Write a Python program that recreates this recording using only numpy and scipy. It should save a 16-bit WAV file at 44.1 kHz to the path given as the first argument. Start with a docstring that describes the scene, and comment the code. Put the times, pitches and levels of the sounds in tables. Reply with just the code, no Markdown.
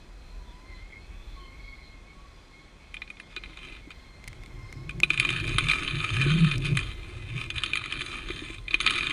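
"""Open sandy ground: a small electric truck crawls along, followed by a hand-held camera in a plastic housing.
Gear teeth in mesh whine faintly and ring the truck's shell. Impulsive slips and stick-slip rubbing excite
the housing's resonances as snaps and creaks. The handle murmurs, then groans as a narrow-band tone, and
rumbles and thumps; grit ticks underfoot with short decaying knocks, and shaped noise makes a quiet
open-air hiss under all."""
import sys
import numpy as np
from scipy import signal
from scipy.fft import rfft, irfft, next_fast_len
from scipy.io import wavfile
from scipy.ndimage import uniform_filter1d, map_coordinates

SR = 44100
rng = np.random.default_rng(int(sys.argv[2]) if len(sys.argv) > 2 else 0)


def gain_from_decibels(decibels):
    """Convert decibel values to linear amplitude factors."""
    exponent = np.asarray(decibels, float) / 20
    return 10 ** exponent


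def wav_out(sig):
    """Save sig, one row per channel (or a flat mono array), as 16-bit PCM at SR to the path in sys.argv[1]."""
    wavfile.write(sys.argv[1], SR, np.round(np.clip(np.atleast_2d(sig).T, -1, 1) * 32767).astype(np.int16))


N = 402191  # length in samples

# resonances of the plastic housing: (centre [Hz], width [Hz], relative level [dB])
HOUSING_MODES = [(988, 16, -24), (1072.5, 35, -6), (1266, 87, 1.5), (1477, 52, -0.5), (1746, 150, -1),
                 (2019, 90, -2.5), (2471, 83, 11.5), (3160, 72, 3), (3470, 52, 2.5), (3710, 253, -2),
                 (3941, 41, 0), (4088, 116, -7), (4590, 125, -11), (5350, 62, -28), (6320, 75, -21.5),
                 (6760, 134, -22.5), (7300, 610, -31), (8260, 51, -31.5), (9475, 37, -14),
                 (9650, 790, -23.5), (10520, 60, -25), (13000, 320, -42), (13930, 400, -48)]
# snaps of the housing: (time [s], peak level [dB], brightness of the high modes [dB])
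SNAP_EVENTS = [(2.9419, -26, 3), (2.967, -25.5, -20), (3.018, -24, -28), (3.076, -37.5, -13),
               (3.101, -27, 2), (3.169, -39, -15), (3.199, -29.5, 4), (3.3632, -23, -22), (3.3722, -31, -2),
               (3.38, -34.5, 0), (3.436, -28, -22), (3.4585, -36, -10), (3.5716, -32.5, -8),
               (3.9044, -32, 3), (3.9144, -37, -7), (4.893, -24, 0), (4.908, -32, 5), (5.0327, -4.5, -3),
               (5.1028, -8, -1), (5.1752, -14.5, 2), (5.198, -6.5, 7), (5.249, -14, -1), (5.29, -14.5, 4),
               (5.303, -15, 4), (5.3271, -24, -10), (5.344, -33, -12), (5.3654, -21, -6), (5.3822, -28, 5),
               (5.4, -22, -8), (5.478, -20.5, -16), (5.583, -7.5, 1.5), (5.685, -14.5, 4),
               (5.698, -12.5, -5), (5.7128, -12, 6), (5.741, -34, -8), (5.8323, -22.5, 7),
               (5.877, -16.5, -16), (5.9469, -26, -10), (6.0021, -20, -15), (6.206, -18.5, 0),
               (6.2131, -15.5, -4), (6.2538, -25, -5), (6.2956, -28, -8), (6.3068, -22, -14),
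               (6.3262, -25, 6), (6.3874, -27.5, 9), (6.513, -17, -15), (6.5386, -27.5, -8),
               (6.653, -25, 8), (6.771, -12.5, 8), (6.79, -16.5, 0), (6.8278, -26, -8), (7.4103, -32, 5),
               (7.502, -18.5, 1), (7.5606, -24.5, 0), (7.5805, -17.5, 0), (7.635, -13, 4.5),
               (7.6602, -21, 6), (7.7333, -12.5, 3), (7.7545, -16, 7), (7.7714, -16, 3), (7.8388, -23, 6),
               (7.858, -24.5, 7), (7.9232, -17.5, 4), (7.9543, -24.5, -15), (8.016, -20, 5),
               (8.115, -26.5, -8), (8.1847, -29.5, 4), (8.2856, -25.5, 1), (8.304, -21, 2),
               (8.3609, -30, 2), (8.3903, -28, -1), (8.4846, -35, 8), (8.582, -30.5, -2),
               (8.6806, -21.5, -1.5), (8.7078, -21, -20), (8.733, -24, -3), (8.742, -7.5, -1),
               (8.8026, -11.5, 6), (8.8102, -18, 9), (8.863, -7, 2), (8.874, -8, -10), (8.8971, -15, -2),
               (8.906, -12, 8), (8.936, -20, -5), (8.9615, -20, -6), (9.0074, -17, -10),
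               (9.0306, -16.5, -16.5), (9.068, -17, 2), (9.097, -20, 5), (9.1075, -17, -2)]
# how freely the grip lets the housing sound: (time [s], main ring [dB], high modes under rubbing [dB])
GRIP_FREEDOM = [(3.5, -1, -7), (5, 1.5, -1.5), (5.8, 1, 1), (6.1, -2.5, 3.5), (7.2, -1.5, -1.5), (9, -2, 1)]
# strokes of the hand along the grip: (time of full level [s], time held [s], driving level [dB])
GRIP_STROKES = [(3.321, 0.032, -54), (3.451, 0.07, -52), (3.6, 0.16, -49), (5.131, 0.012, -36),
                (5.209, 0.18, -34), (5.442, 0.31, -37), (5.709, 0.03, -31.5), (5.78, 0.21, -34.5),
                (6.032, 0.17, -34.5), (6.215, 0.011, -30), (6.268, 0.029, -27), (6.333, 0.2, -32.5),
                (6.647, 0.033, -35), (6.76, 0.11, -41), (6.9, 0.48, -49), (7.391, 0.032, -39),
                (7.568, 0.15, -41), (7.77, 0.15, -40), (7.938, 0.077, -36.5), (8.05, 0.29, -40.5),
                (8.379, 0.11, -39.5), (8.5, 0.047, -46), (8.711, 0.14, -44.5), (8.856, 0.025, -29.5),
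                (8.921, 0.21, -32.5)]
# a tightening squeeze that pulls the high modes flat: (time [s], squeeze [0-1])
GRIP_SQUEEZE = [(8.3, 0), (8.42, .9), (8.66, 1), (8.7, 0)]
# low narrow-band sound of the handle, a faint unsteady murmur until 4.2 s, then a groan:
# (time [s], pitch [Hz], level [dB])
HANDLE_TRACK = [(0, 64, -72), (.66, 68.4, -54), (1.3, 69.5, -55), (2.4, 65.8, -67), (3.6, 75.5, -68),
                (4.1, 75.3, -63), (4.29, 105, -49.5), (4.62, 93.6, -47.5), (4.85, 114.4, -40),
                (4.98, 145, -36.5), (5.1, 143.8, -43), (5.24, 99.7, -43.5), (5.33, 140.7, -35),
                (5.4, 139, -39.5), (5.5, 120.7, -32.5), (5.66, 141, -36), (5.88, 124.3, -56),
                (5.95, 125.4, -28), (6.03, 118.3, -40.5), (6.14, 122, -32.5), (6.2, 129.4, -24),
                (6.39, 173.3, -21.5), (6.53, 135.8, -29), (6.76, 140, -28.5), (6.83, 104.2, -33),
                (6.9, 100.4, -48), (7.07, 85.5, -47), (7.19, 98.1, -41.5), (7.28, 129.8, -42.5),
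                (7.35, 134.6, -40), (7.5, 98, -44.5), (7.9, 105.3, -46), (8.2, 119, -55.5),
                (8.6, 110.2, -46.5), (9.12, 141, -71)]
# shaking carried by hand and handle, stronger once the walker hurries: (time [s], rumble level [dB])
HAND_SHAKING = [(0, -47.5), (2.6, -48.5), (3.2, -54.5), (4.3, -46.5), (5.3, -39.5), (6.7, -40.5),
                (7.7, -48.5), (8.2, -41.5), (9.12, -45)]
# spectrum of the rumble: (frequency [Hz], relative density [dB])
RUMBLE_SPECTRUM = [(12, -25), (22, -6.5), (33, -1.5), (43, 4.5), (54, -6), (70, -6.5), (110, -60.5)]
# spectrum of the handle's shudder: (frequency [Hz], relative density [dB])
SHUDDER_SPECTRUM = [(100, -4), (170, -5.5), (210, -9.5), (361, -1.5), (380, -7), (449, -18), (566, -23),
                    (622, -19), (700, -29), (910, -111)]
# dull thumps in the handle: (time [s], level before onset and decay [dB], pitch [Hz])
HANDLE_THUMPS = [(3.37, -37, 359), (3.873, -34.5, 295), (5.032, -26.5, 350), (5.107, -27.5, 324),
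                 (5.582, -26.5, 318), (6.263, -19, 328), (8.301, -24.5, 352.3), (8.421, -27.5, 310),
                 (8.501, -30.5, 320), (8.741, -28, 330)]
# grit underfoot: (time [s], tick level before halving [dB], starting level of the knock [dB])
GRIT_EVENTS = [(4.241, -35, -38), (4.2772, -28, -31), (4.2811, -26.5, -31), (4.33, -40, -37),
               (4.436, -39, -37.5), (4.4612, -38.5, -42), (4.7269, -29.5, -30), (5.002, -21, -24),
               (6.5807, -25.5, -43)]
# spectrum of a grit tick: (frequency [Hz], relative density [dB])
GRIT_SPECTRUM = [(900, -42), (2000, 5), (4000, 3.5), (7000, 2), (10000, -3), (13000, -18), (15500, -26)]
# the truck's drive: (time [s], gear-mesh frequency [Hz], load as level of the whine [dB])
DRIVE_TRACK = [(0, 954, -92), (.35, 1024, -89), (.52, 965, -66), (.63, 1025, -68), (.79, 1050, -50.5),
               (.87, 1075, -65), (.94, 1063, -55), (1.02, 1094, -59), (1.3, 1160, -71), (1.45, 1035, -58.5),
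               (1.58, 1106, -57), (1.72, 1086, -50), (1.79, 1080, -59.5), (1.97, 1068, -60.5),
               (2.05, 1073, -72), (2.11, 1102, -54), (2.18, 1105, -79), (2.3, 1096, -67), (2.42, 1099, -71),
               (2.57, 1077, -57.5), (2.75, 1094, -66), (3.1, 1083, -60), (3.72, 1030, -59),
               (3.85, 1075, -67), (4.15, 1034, -61), (4.45, 1070, -61), (4.66, 1049, -57),
               (4.85, 1082, -64), (7, 1042, -60)]
# mesh tone an octave under the whine, clearest while the gearbox side faces the camera: (time [s], level [dB])
MESH_LEVEL = [(.25, -77), (.45, -63), (.8, -62), (.93, -84), (1.05, -73), (1.4, -63), (1.8, -66.5),
              (3, -71), (4.2, -71), (4.6, -64.5), (7, -66.5)]
# resonances of the truck's shell: (centre [Hz], width [Hz], relative level [dB])
SHELL_MODES = [(2526, 110, 8), (3160, 230, 2), (3445, 140, 5.5), (4120, 240, 5), (4860, 170, -1),
               (5000, 74, -11)]
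# short smeared tones of the truck at fixed pitches: (middle [s], length [s], pitch [Hz], level [dB])
TONE_FLARES = [(.5, 0.07, 3470, -62), (1.031, .06, 4260, -61), (1.28, 0.28, 3480, -62.5),
               (1.453, 0.13, 3120, -57.5), (1.449, .14, 4240, -62), (1.853, 0.16, 4150, -61),
               (4.101, .3, 4176, -65), (4.72, .35, 5200, -67), (1.08, .35, 2560, -65)]
# spectrum of the open air: (frequency [Hz], relative density [dB])
AIR_SPECTRUM = [(41, -52), (70, -5.5), (108, -2.5), (548, -14), (1820, -19), (2180, -16.5), (2850, -47),
                (3830, -39), (4190, -60), (5500, -28), (9250, -36), (14500, -59), (15600, -55)]

# groups of housing modes
CENTRES = np.transpose(HOUSING_MODES)[0]
LOW, HIGH = CENTRES < 1900, CENTRES > 5000
MAIN = np.abs(CENTRES - 2450) < 150
UPPER = (CENTRES > 2900) & ~HIGH

LOW_RING_DB, UPPER_RING_DB = -6, -3  # a snap drives these modes less than rubbing does
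HIGH_SAG, MAIN_SAG = .065, .035  # fractional drop in pitch of a fully damped mode
GRIP_S, LET_GO_DB_PER_S = 0.081, 242  # swell before a stroke's full level, fall after its hold
RESTING_DB = -70.5  # the hand resting on the grip
BRIGHT_DB, BRIGHT_PER_DB = 3.5, -0.33  # extra brightness at -32 dB, its change per dB of rubbing
SLIDE_DB, SLIDES_PER_S = 2, 10  # the fingers wander, so each mode is driven now harder, now softer
LOOSE_DB, LOOSE_PER_S, WANDER = 1.5, 12, .07  # when faint, the handle's tone is lumpy and wanders in pitch
GROAN_SMEAR_HZ = 70
LUMPS_DB, LUMPS_PER_S = 3.5, 4.023  # unevenness of the rumble
KNOCK_HZ, KNOCK_S, TICK_S = 2170, 0.0024, 0.0011  # the knock's ring, decay times of knock and tick
MESH_CLEAN, WHINE_CLEAN = .5, .55  # clean share of each gear tone
THROB = .7  # depth of the whine's throbbing
AIR_DB = -55.5


def unit(x):
    """Normalisation: the signal scaled to rms 1."""
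    return x / np.sqrt(np.mean(x ** 2) + 1e-20)


def curves(rows):
    """Linear interpolation: one value per sample for each column after the time."""
    s, *cols = np.transpose(rows)
    return [np.interp(np.arange(N) / SR, s, c) for c in cols]


def wobble(rate):
    """Band-limited fluctuation: a smooth random curve with rate knots a second."""
    knots = rng.standard_normal(int(N * rate / SR) + 4)
    return map_coordinates(knots, [np.arange(N) * rate / SR])


def narrow(turn, hz, clean):
    """Narrow-band modulation: a clean share of a tone, the rest smeared over about hz; rms near 1."""
    smear = wobble(hz) * np.sin(turn) + wobble(hz) * np.cos(turn)
    return np.sqrt(2 * clean) * np.sin(turn) + np.sqrt(1 - clean) * smear


def filtered(x, response):
    """Linear filtering: the spectrum times a response of frequency."""
    m = next_fast_len(N + 8192)
    return irfft(rfft(x, m) * response(np.fft.rfftfreq(m, 1 / SR)), m)[:N]


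def coloured(x, spectrum):
    """Spectral shaping: interpolation in dB over log frequency, scaled to rms 1."""
    f, db = np.transpose(spectrum)
    return unit(filtered(x, lambda hz: gain_from_decibels(np.interp(np.log(hz + 1), np.log(f + 1), db))))


def modes(hz, table=HOUSING_MODES):
    """Modal resonance: one response per row; neighbours move in opposite sense; the top is damped."""
    centre, width, db = np.transpose(table)[:, :, None]
    sign = (-1.) ** np.arange(len(centre))[:, None]
    resonance = 1j * hz * width / (centre * centre - hz * hz + 1j * hz * width)
    u = hz / 11200
    return sign * gain_from_decibels(db) * resonance / (1 - u * u + 1.2j * u) ** 3


def damped(fingers, squeeze=0):
    """Loading of a resonator: the main ring and the top modes of the housing pulled flat."""
    sag = fingers * MAIN_SAG * MAIN + squeeze * HIGH_SAG * (CENTRES > 7500)
    return HOUSING_MODES * np.c_[1 - sag, np.ones((len(sag), 2))]


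def snaps():
    """Impulsive excitation: each short ragged slip rings the housing's modes at new strengths."""
    size = 4096
    s, db, high_db = np.transpose(SNAP_EVENTS)[:, :, None]
    t = np.arange(size) / SR
    slip = rng.standard_normal((len(s), size))
    slip *= np.exp(-(t / 0.0016) ** 2) + 0.18 * np.exp(-t / 0.01)
    slip *= 1 - np.exp(-(t + 1 / SR) / 0.00027)  # the release takes a moment
    main_db = np.interp(s, *np.transpose(GRIP_FREEDOM)[:2])
    strength_db = LOW * LOW_RING_DB + UPPER * UPPER_RING_DB + MAIN * main_db + HIGH * high_db
    # every mode but the main ring varies from snap to snap
    strength_db = strength_db + 2 * ~MAIN * rng.standard_normal((len(s), len(HOUSING_MODES)))
    response = modes(np.fft.rfftfreq(size, 1 / SR), damped(0.4))  # the grip is half closed
    ring = irfft(rfft(slip) * (gain_from_decibels(strength_db) @ response), size)
    ring *= gain_from_decibels(db) / np.abs(ring).max(1, keepdims=True)
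    at = np.round(s * SR).astype(int) + np.arange(size)
    return np.bincount(at.ravel(), ring.ravel(), N + size)[:N]


def strokes():
    """Friction envelope in dB: every stroke swells in, holds and dies away; strokes add in power."""
    s, held, db = np.transpose(GRIP_STROKES)[:, :, None]
    t = np.arange(0, N, 32) / SR
    swell = np.clip((t - s) / GRIP_S + 1, 0, 1) ** 2
    shape = swell * gain_from_decibels(db - LET_GO_DB_PER_S * np.maximum(t - s - held, 0))
    total = np.sqrt((shape ** 2).sum(0) + gain_from_decibels(RESTING_DB) ** 2)
    return np.interp(np.arange(N) / SR, t, 20 * np.log10(total))


def rub():
    """Stick-slip friction: dense tiny slips of unequal size on a thin scrape drive the housing's modes."""
    db = strokes()
    free_db, open_db = curves(GRIP_FREEDOM)
    high_db = open_db + BRIGHT_DB + BRIGHT_PER_DB * (db + 32.0) + 1.0 * wobble(7.6)
    chance, size = rng.random(N), rng.exponential(size=N)
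    scrape = rng.standard_normal((2, N))
    slips = (chance < 300 / SR) * gain_from_decibels(4.5 * np.minimum(size, 2))  # about 300 a second
    lasting = signal.lfilter([1], [1, -np.exp(-1 / (0.0007 * SR))], slips)  # each slip lasts a moment
    force = unit(unit(lasting * scrape[0]) + .75 * scrape[1])
    force *= gain_from_decibels(1.3 * wobble(60) + .8 * wobble(22))

    m = next_fast_len(N + 8192)
    hz = np.fft.rfftfreq(m, 1 / SR)
    response = modes(hz)
    flat = modes(hz, damped(0.98, 0.95))
    squeeze, = curves(GRIP_SQUEEZE)
    fingers = (1 + np.tanh(wobble(7))) / 2  # the main ring drifts with the fingers
    scale = np.sqrt(np.mean(np.abs(response.sum(0)) ** 2))
    ring = 0
    for free, pressed, high, main in zip(response, flat, HIGH, MAIN):
        push = force * gain_from_decibels(db + high * high_db + main * free_db + SLIDE_DB * wobble(SLIDES_PER_S))
        share = high * squeeze + main * fingers  # power share of the flattened mode
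        ring = ring + free * rfft(push * np.sqrt(1 - share), m)
        ring = ring + pressed * rfft(push * np.sqrt(share), m)
    return irfft(ring, m)[:N] / scale


def thumps():
    """Damped oscillation: each thump is a sine with a soft onset, falling 60 dB in 0.05 s."""
    t = np.arange(N) / SR
    total = 0
    for s, db, hz in HANDLE_THUMPS:
        age = np.maximum(t - s, 0)
        onset = 1 - np.exp(-age / 0.0011)
        total = total + gain_from_decibels(db - 60 * age / 0.05) * np.sin(2 * np.pi * hz * age) * onset
    return total


def handle():
    """Narrow-band vibration: a murmur, then a groan, on its own pitch and level track, clearer when louder.

    Low shaking and thumps, as shaped noise and damped sines, join it."""
    hz, db = curves(HANDLE_TRACK)
    clean = np.clip((db + 38) / 20, .05, .65)
    loose = 1 - clean
    hz = hz * (1 + WANDER * loose * wobble(LOOSE_PER_S))
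    lumps_db = 2.9 * wobble(25) + LOOSE_DB * loose * wobble(LOOSE_PER_S)
    tone = gain_from_decibels(db + lumps_db) * narrow(2 * np.pi * np.cumsum(hz) / SR, GROAN_SMEAR_HZ, clean)

    rumble_db, = curves(HAND_SHAKING)
    rumble_gain = gain_from_decibels(rumble_db + LUMPS_DB * wobble(LUMPS_PER_S))
    rumble = rumble_gain * coloured(rng.standard_normal(N), RUMBLE_SPECTRUM)

    # the shudder grows with both the rubbing and the handle's tone
    rubbing_db = uniform_filter1d(strokes(), size=5000)
    shaking = np.hypot(gain_from_decibels(-20.5 + 0.68 * rubbing_db), gain_from_decibels(-18.0 + 0.84 * db))
    shudder = shaking * gain_from_decibels(2.4 * wobble(14)) * coloured(rng.standard_normal(N), SHUDDER_SPECTRUM)
    return tone + rumble + shudder + thumps()


def grit():
    """Impact radiation: dry bright ticks through the air, each with a short woody damped knock."""
    s, db, knock_db = np.transpose(GRIT_EVENTS)
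    at = np.round(s * SR).astype(int)
    envelope = signal.lfilter([1], [1, -np.exp(-1 / (TICK_S * SR))], np.bincount(at, gain_from_decibels(db), N))
    ticks = envelope * coloured(rng.standard_normal(N), GRIT_SPECTRUM) / 2
    t = np.arange(1500) / SR
    knock = np.exp(-t / KNOCK_S) * np.sin(2 * np.pi * KNOCK_HZ * t)
    knocks = signal.fftconvolve(np.bincount(at, gain_from_decibels(knock_db), N), knock)[:N]
    return ticks + knocks


def drive():
    """Gear-mesh excitation: rough tones, throbbing twice per shaft turn; noise and overtones ring the shell."""
    mesh, load_db = curves(DRIVE_TRACK)
    turn = 2 * np.pi * np.cumsum(mesh * (1 + 0.008 * wobble(22) + 0.008 * wobble(9))) / SR
    shaft = turn / 18  # teeth on the pinion
    # throbbing splits the whine into strands
    throb = 1 + THROB * wobble(14) * np.sin(2 * shaft + 1.5 * wobble(18))
    mesh_gain = gain_from_decibels(curves(MESH_LEVEL)[0] + wobble(25) + 2.5 * wobble(11))
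    mesh_tone = mesh_gain * narrow(turn, 50, clean=MESH_CLEAN)
    whine_gain = gain_from_decibels(load_db + wobble(6) + 1.8 * wobble(22)) * throb
    whine = whine_gain * narrow(2 * turn, 85, clean=WHINE_CLEAN)

    # an overtone stands out only while it passes a shell mode
    overtones = sum(gain_from_decibels(3 * wobble(12)) * narrow(k * turn, 110, clean=.3) for k in range(3, 6))
    sung = filtered(overtones, lambda hz: modes(hz, SHELL_MODES).sum(0))
    sung_gain = gain_from_decibels(-71.0 + 0.99 * (load_db + 54.5))

    # each shell mode's noise swells and fades at random, on its own
    whirr = 0
    for mode in SHELL_MODES:
        noise = rng.standard_normal(N) * gain_from_decibels(2.2 * wobble(9))
        whirr = whirr + filtered(noise, lambda hz: modes(hz, [mode])[0])
    return mesh_tone + whine + sung_gain * sung + gain_from_decibels(-62.5) * unit(whirr)


def flares():
    """Gaussian envelope: short smeared tones of the truck at fixed pitches swell and fade."""
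    t = np.arange(N) / SR
    total = 0
    for s, length, hz, db in TONE_FLARES:
        swell = gain_from_decibels(db - 9 * ((t - s) * 2 / length) ** 2)  # 9 dB down at either end of the length
        total = total + swell * narrow(2 * np.pi * hz * t, 260, clean=0)
    return total


def air():
    """Broadband noise: far trees and the microphone's own hiss, with a slowly drifting level."""
    return gain_from_decibels(AIR_DB + 0.95 * wobble(2.135)) * coloured(rng.standard_normal(N), AIR_SPECTRUM)


def scene():
    """Superposition: all sources add at one microphone."""
    return (snaps() + rub() + handle() + grit() + drive() + flares() + air())[None]


def roll_off(x):
    """The treble ends steeply here."""
    return signal.sosfilt(signal.butter(12, 15710, fs=SR, output="sos"), x)


def record(dry):
    """Band limiting: a lowpass whose top fades linearly to nothing from 14.7 to 15.7 kHz."""
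    limited = filtered(dry[0], lambda hz: np.clip((15700 - hz) / 1000, 0, 1))
    return roll_off(limited[None])


dry = scene()
out = record(dry)
wav_out(out)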